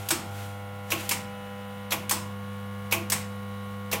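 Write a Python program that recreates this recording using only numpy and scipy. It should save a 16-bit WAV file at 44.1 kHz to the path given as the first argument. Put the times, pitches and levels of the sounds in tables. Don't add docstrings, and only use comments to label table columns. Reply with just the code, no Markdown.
import sys
import numpy as np
from scipy import signal
from scipy.fft import rfft, irfft, next_fast_len
from scipy.io import wavfile

SR = 44100
rng = np.random.default_rng(int(sys.argv[2]) if len(sys.argv) > 2 else 0)


def file_out(sig):
    cols = np.atleast_2d(sig).T
    lim = np.clip(cols, -1, 1)
    pcm = np.round(lim * 32767).astype(np.int16)
    wavfile.write(sys.argv[1], SR, pcm)


N = 176400
HUM_HZ = 100

# latch t/s, latch level/dB,
# lag of the blow/s, blow level/dB, thump level/dB, treble/dB, stressed resonance f/Hz, its boost/dB
ENGAGEMENTS = [(0.903, -7.5, 0.014, -3, -1, -2, 2700, 8), (1.906, -8, 0.014, 0, -8, -3.5, 800, -1.5),
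               (2.911, -8.5, 0.012, -1, 0.5, 0.5, 2580, 6), (3.9134, -8, 0.014, -1, -12, -3.5, 490, 9.5)]
RELEASES = [(0.0873, -5.5, 0.018, 1.5, 2.5, -0.5, 1250, 3), (1.0916, -3, .0188, -0.5, -24, -2, 2250, 5.5),
            (2.0944, -3.5, 0.015, -2, -8, 3.5, 974, 9.5), (3.0993, -4.5, 0.02, -1.5, -24, 3, 1950, 5)]


def undb(db):
    return 10 ** (np.asarray(db) / 20)


def unit(x):
    return x / np.sqrt(np.sum(x ** 2) + 1e-18)


def curve(rows):
    return np.interp(np.arange(N) / SR, *np.array(rows).T)


def at_hz(rows, f):
    hz, value = np.array(rows).T
    return np.interp(np.log(np.maximum(f, 1)), np.log(hz), value)


def colour(x, rows):
    size = 2 * next_fast_len(len(x))
    gain = undb(at_hz(rows, np.fft.rfftfreq(size, 1 / SR)))
    cepstrum = irfft(np.log(gain))
    cepstrum[1:size // 2] *= 2
    cepstrum[size // 2 + 1:] = 0
    return irfft(rfft(x, size) * np.exp(rfft(cepstrum)))[:len(x)]


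def walk(rate_hz):
    f = np.fft.rfftfreq(N, 1 / SR)
    spectrum = rfft(rng.standard_normal(N)) * np.exp(-(f / rate_hz) ** 2) * (f > 0)
    return unit(irfft(spectrum, N)) * np.sqrt(N)


def fade(t, t60):
    return np.exp(-np.log(1000) * t / t60)


def add(out, start_s, x):
    i = int(start_s * SR)
    out[i:i + len(x)] += x[:max(N - i, 0)]


def room_tail(build_s=0.0027):
    decay_times = [(150, 1), (700, 0.51), (2500, 0.44), (6000, .34), (16000, 0.25)]
    t, f = np.arange(SR) / SR, np.fft.rfftfreq(SR, 1 / SR)
    centres, t60s = zip(*decay_times)
    noise, tail = rfft(rng.standard_normal(SR)), 0
    for share, t60 in zip(np.eye(len(centres)), t60s):
        band = irfft(noise * at_hz(list(zip(centres, share)), f))
        tail += band * fade(t, t60)
    return unit(tail * (1 - np.exp(-t / build_s)))


def clothes():
    brushes = [(.0, 0.18, -46.5), (0.417, 0.13, -46.5), (1.011, 0.11, -41), (2.0, .05, -60)]
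    cloth_colour = [(300, -6), (1500, 4.5), (3000, 4.5), (5000, -3), (7000, -1), (9500, -3), (13000, -3),
                    (16000, -8)]
    t = np.arange(N) / SR
    rub = sum(undb(db) * np.exp(-((t - middle) / half) ** 2) for middle, half, db in brushes)
    friction = np.sqrt(N) * unit(colour(rng.standard_normal(N), cloth_colour))
    return friction * rub * undb(1.2 * walk(40))


def fan_and_belt(rush_db=-50, throb_depth=0.17):
    rush_colour = [(20, -30), (30, -10), (45, 5), (80, 1), (140, 10), (260, -1.5), (430, -1.5), (700, 1.5),
                   (1200, -1.5), (1700, -4.5), (2200, -6.5), (3000, -8), (3800, -10.5), (4900, -15),
                   (8000, -17.5), (16000, -18)]
    whine_bands = [(9670, 390, -67), (11880, 320, -70), (14600, 400, -70)]
    t, f = np.arange(N) / SR, np.fft.rfftfreq(N, 1 / SR)
    throb = 1 + throb_depth * np.sin(2 * np.pi * HUM_HZ * t)
    rush = unit(colour(rng.standard_normal(N), rush_colour)) * throb * undb(rush_db + 0.64 * walk(9))
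    whine = 0
    for hz, width, db in whine_bands:
        band = rfft(rng.standard_normal(N)) / (1 + (2 * (f - hz) / width) ** 2)
        whine += undb(db) * unit(irfft(band, N))
    return (rush + whine) * np.sqrt(N)


def tone(hz, db, waver_db, drift_rad):
    phase = 2 * np.pi * (hz * np.arange(N) / SR + rng.random())
    knots = rng.standard_normal(12) + 1j * rng.standard_normal(12)
    slow = np.interp(np.arange(N), np.linspace(0, N, 12), knots)
    return np.sqrt(2) * undb(db + waver_db * slow.real) * np.sin(phase + drift_rad * slow.imag)


def motor():
    # multiple of HUM_HZ, close level/dB, midway level/dB, far level/dB
    hum = [(1, -43.5, -41.5, -39), (2, -47.5, -43, -41), (3, -58, -67, -89), (4, -55.5, -83, -61.5),
           (5, -48, -46, -47.5), (6, -54.5, -54, -63.5), (7, -51.5, -63, -63), (8, -48, -50, -59),
           (9, -55, -63, -61), (10, -56.5, -50, -59), (11, -55, -58.5, -49), (12, -70, -61.5, -57),
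           (13, -58, -57.5, -70), (14, -51, -55, -55.5), (15, -62, -67, -68)]
    standing_buzz = [(18, -68, -64, -70), (19, -66.5, -57.5, -62.5), (26, -72, -60, -73),
                     (28, -72, -67, -82), (29, -71, -58.5, -65), (30, -74, -61.5, -67), (33, -60, -65, -71),
                     (34, -77, -71.5, -74.5)]
    buzz = [(1600, -67.5), (1900, -60), (2050, -68), (2200, -63.5), (2400, -77.5), (2800, -70),
            (3200, -73.5), (3550, -74.5), (4000, -76)]
    rotor = [(148, -71), (242, -85), (727, -61), (1454, -60), (2130, -67), (2235, -63.5), (2850, -66.5),
             (2950, -70)]
    mic_path = [(0, 0), (.7, 0.15), (1.3, 0.48), (1.85, 0.66), (2.35, 0.96), (2.8, 0.94), (4, 0.98)]
    fundamental = [(0, 7.5), (.12, -4), (.19, -8), (.3, 5.5), (.45, 5), (.58, 3), (.95, 0.5), (1.4, -5),
                   (1.85, -3), (2.03, -4), (2.2, -1), (2.8, 0), (4, -1)]
    facing = [(0, -1.5), (.15, -4), (.3, -0.5), (4, 1)]
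    away, facing_db, out = curve(mic_path), curve(facing), np.zeros(N)
    by_distance = {k: levels for k, *levels in hum + standing_buzz}
    for k in range(1, 41):
        hz = k * HUM_HZ
        if k in by_distance:
            db = np.interp(away, [0, 0.5, 1], by_distance[k])
            db += curve(fundamental) if k == 1 else facing_db
            out += tone(hz, db, waver_db=min(0.097 * k, 1.5), drift_rad=0.015 * k)
        else:
            out += tone(hz, at_hz(buzz, hz) + facing_db, waver_db=3.5, drift_rad=0.56)
    return out + sum(tone(hz, db, waver_db=-0.5, drift_rad=1.36) for hz, db in rotor)


def frame_boom(gain_db=-7, rise_s=0.054, t60=0.48):
    boom_colour = [(50, -15.5), (90, -0.5), (140, 1.5), (240, -1.5), (400, -20), (1000, -35)]
    out, t = np.zeros(N), np.arange(SR) / SR
    swell = (1 - np.exp(-t / rise_s)) * fade(t, t60)
    for latch_s, _, lag_s, blow_db, *_ in ENGAGEMENTS + RELEASES:
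        boom = unit(colour(rng.standard_normal(SR), boom_colour) * swell)
        add(out, latch_s + lag_s, undb(gain_db + blow_db) * boom)
    return out


def ring(modes, count=3, scatter=0.012):
    t, out = np.arange(SR) / SR, 0
    for hz, db, t60 in modes:
        partials_hz = hz * (1 + scatter * rng.standard_normal((count, 1)))
        cluster = np.sin(2 * np.pi * (partials_hz * t + rng.random((count, 1)))).sum(axis=0)
        out += undb(db) * fade(t, t60) * cluster
    return out


def casing_thump(rise_s=0.004):
    casing_modes = [(244.4, -4.5, 0.65), (318, 8, 0.37), (345.8, 10, 0.41), (653, 7.5, 0.34)]
    t = np.arange(SR) / SR
    return unit(ring(casing_modes) * (1 - np.exp(-t / rise_s)))


def strike(spectrum, rise_s, chatter_s, t60, room_db, scatter_db=2.5):
    t = np.arange(SR) / SR
    contacts = rng.standard_normal(SR) * undb(scatter_db * np.minimum(rng.exponential(size=SR), 3))
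    attack = 1 - np.exp(-t / rise_s)
    decay = fade(np.maximum(t - chatter_s, 0), t60)
    direct = unit(contacts * attack * decay)
    return unit(colour(direct + undb(room_db) * room_tail(), spectrum))


def shade(blow, treble_db, stress_hz, boost_db, width_octaves=0.25):
    f = np.geomspace(100, SR / 2, 120)
    shelf_db = treble_db * f ** 2 / (f ** 2 + 4000 ** 2)
    peak_db = boost_db * np.exp(-(np.log2(f / stress_hz) / width_octaves) ** 2)
    return colour(blow, list(zip(f, shelf_db + peak_db)))


def clacks(events, latch, blow, steel_modes, ring_db=-8.5, casing_db=-9.5, casing_lag_s=0.011):
    out = np.zeros(N)
    for latch_s, latch_db, lag_s, blow_db, thump_db, *landing in events:
        blow_s = latch_s + lag_s
        add(out, latch_s, undb(latch_db) * strike(**latch))
        clack = strike(**blow) + undb(ring_db) * unit(ring(steel_modes))
        add(out, blow_s, undb(blow_db) * shade(clack, *landing))
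        add(out, blow_s + casing_lag_s, undb(casing_db + thump_db) * casing_thump())
    return out


def drive_engaging(gain_db=8):
    scrape_colour = [(200, -14), (800, 3), (1600, -1.5), (2600, 0.5), (4200, 2.5), (6300, 0), (9000, -5.5),
                     (13000, -0.5), (16000, -3)]
    blow_colour = [(150, -12.5), (400, -2.5), (700, -2), (1100, 3), (1400, -6), (1800, -3.5), (2400, 3),
                   (3200, -2), (4300, -11), (6200, -5.5), (9500, -7.5), (12500, -3), (16000, -9.5)]
    steel_modes = [(670, -0.5, 0.29), (815, -1.5, 0.36), (1088, -1, 0.29), (2254, 7, 0.094),
                   (2510, -1, 0.077), (2706, -2.5, 0.22), (2950, -19, 0.28), (3270, -5, 0.28),
                   (3620, -20, .2), (5950, 0, .15), (6900, -33, .15)]
    latch = dict(spectrum=scrape_colour, rise_s=0.0005, chatter_s=0.019, t60=0.034, room_db=-1)
    blow = dict(spectrum=blow_colour, rise_s=0.0013, chatter_s=0.0031, t60=0.12, room_db=-7)
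    return undb(gain_db) * clacks(ENGAGEMENTS, latch, blow, steel_modes)


def drive_releasing(gain_db=7.5):
    snap_colour = [(200, -49), (1500, -2), (2600, 6.5), (4200, 2), (6500, 6.5), (9000, 2.5), (13000, 6),
                   (16000, 1.5)]
    blow_colour = [(150, -16), (500, -5.5), (1000, 3), (1500, -1.5), (2300, 0), (3500, -3), (6000, -3),
                   (8100, 2), (10000, -4), (16000, -7.5)]
    steel_modes = [(1028, -10.5, 0.11), (1307, -7, 0.24), (1950, -12, .22), (2370, 0.5, 0.13),
                   (4450, -6.5, 0.2), (5310, -6, .35), (5500, -3, 0.12), (8000, -11, 0.09), (8070, 4, 0.14),
                   (8500, -3, 0.26), (8820, -5, 0.26)]
    latch = dict(spectrum=snap_colour, rise_s=0.00035, chatter_s=0.0026, t60=0.031, room_db=-1)
    blow = dict(spectrum=blow_colour, rise_s=0.00083, chatter_s=0.0067, t60=0.09, room_db=-3)
    return undb(gain_db) * clacks(RELEASES, latch, blow, steel_modes)


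def scene():
    drive = drive_engaging() + drive_releasing() + frame_boom()
    return (drive + motor() + fan_and_belt() + clothes())[None]


def record(dry):
    return signal.sosfilt(signal.ellip(10, 0.2, 70, 15800, fs=SR, output="sos"), dry)


dry = scene()
out = record(dry)
file_out(out)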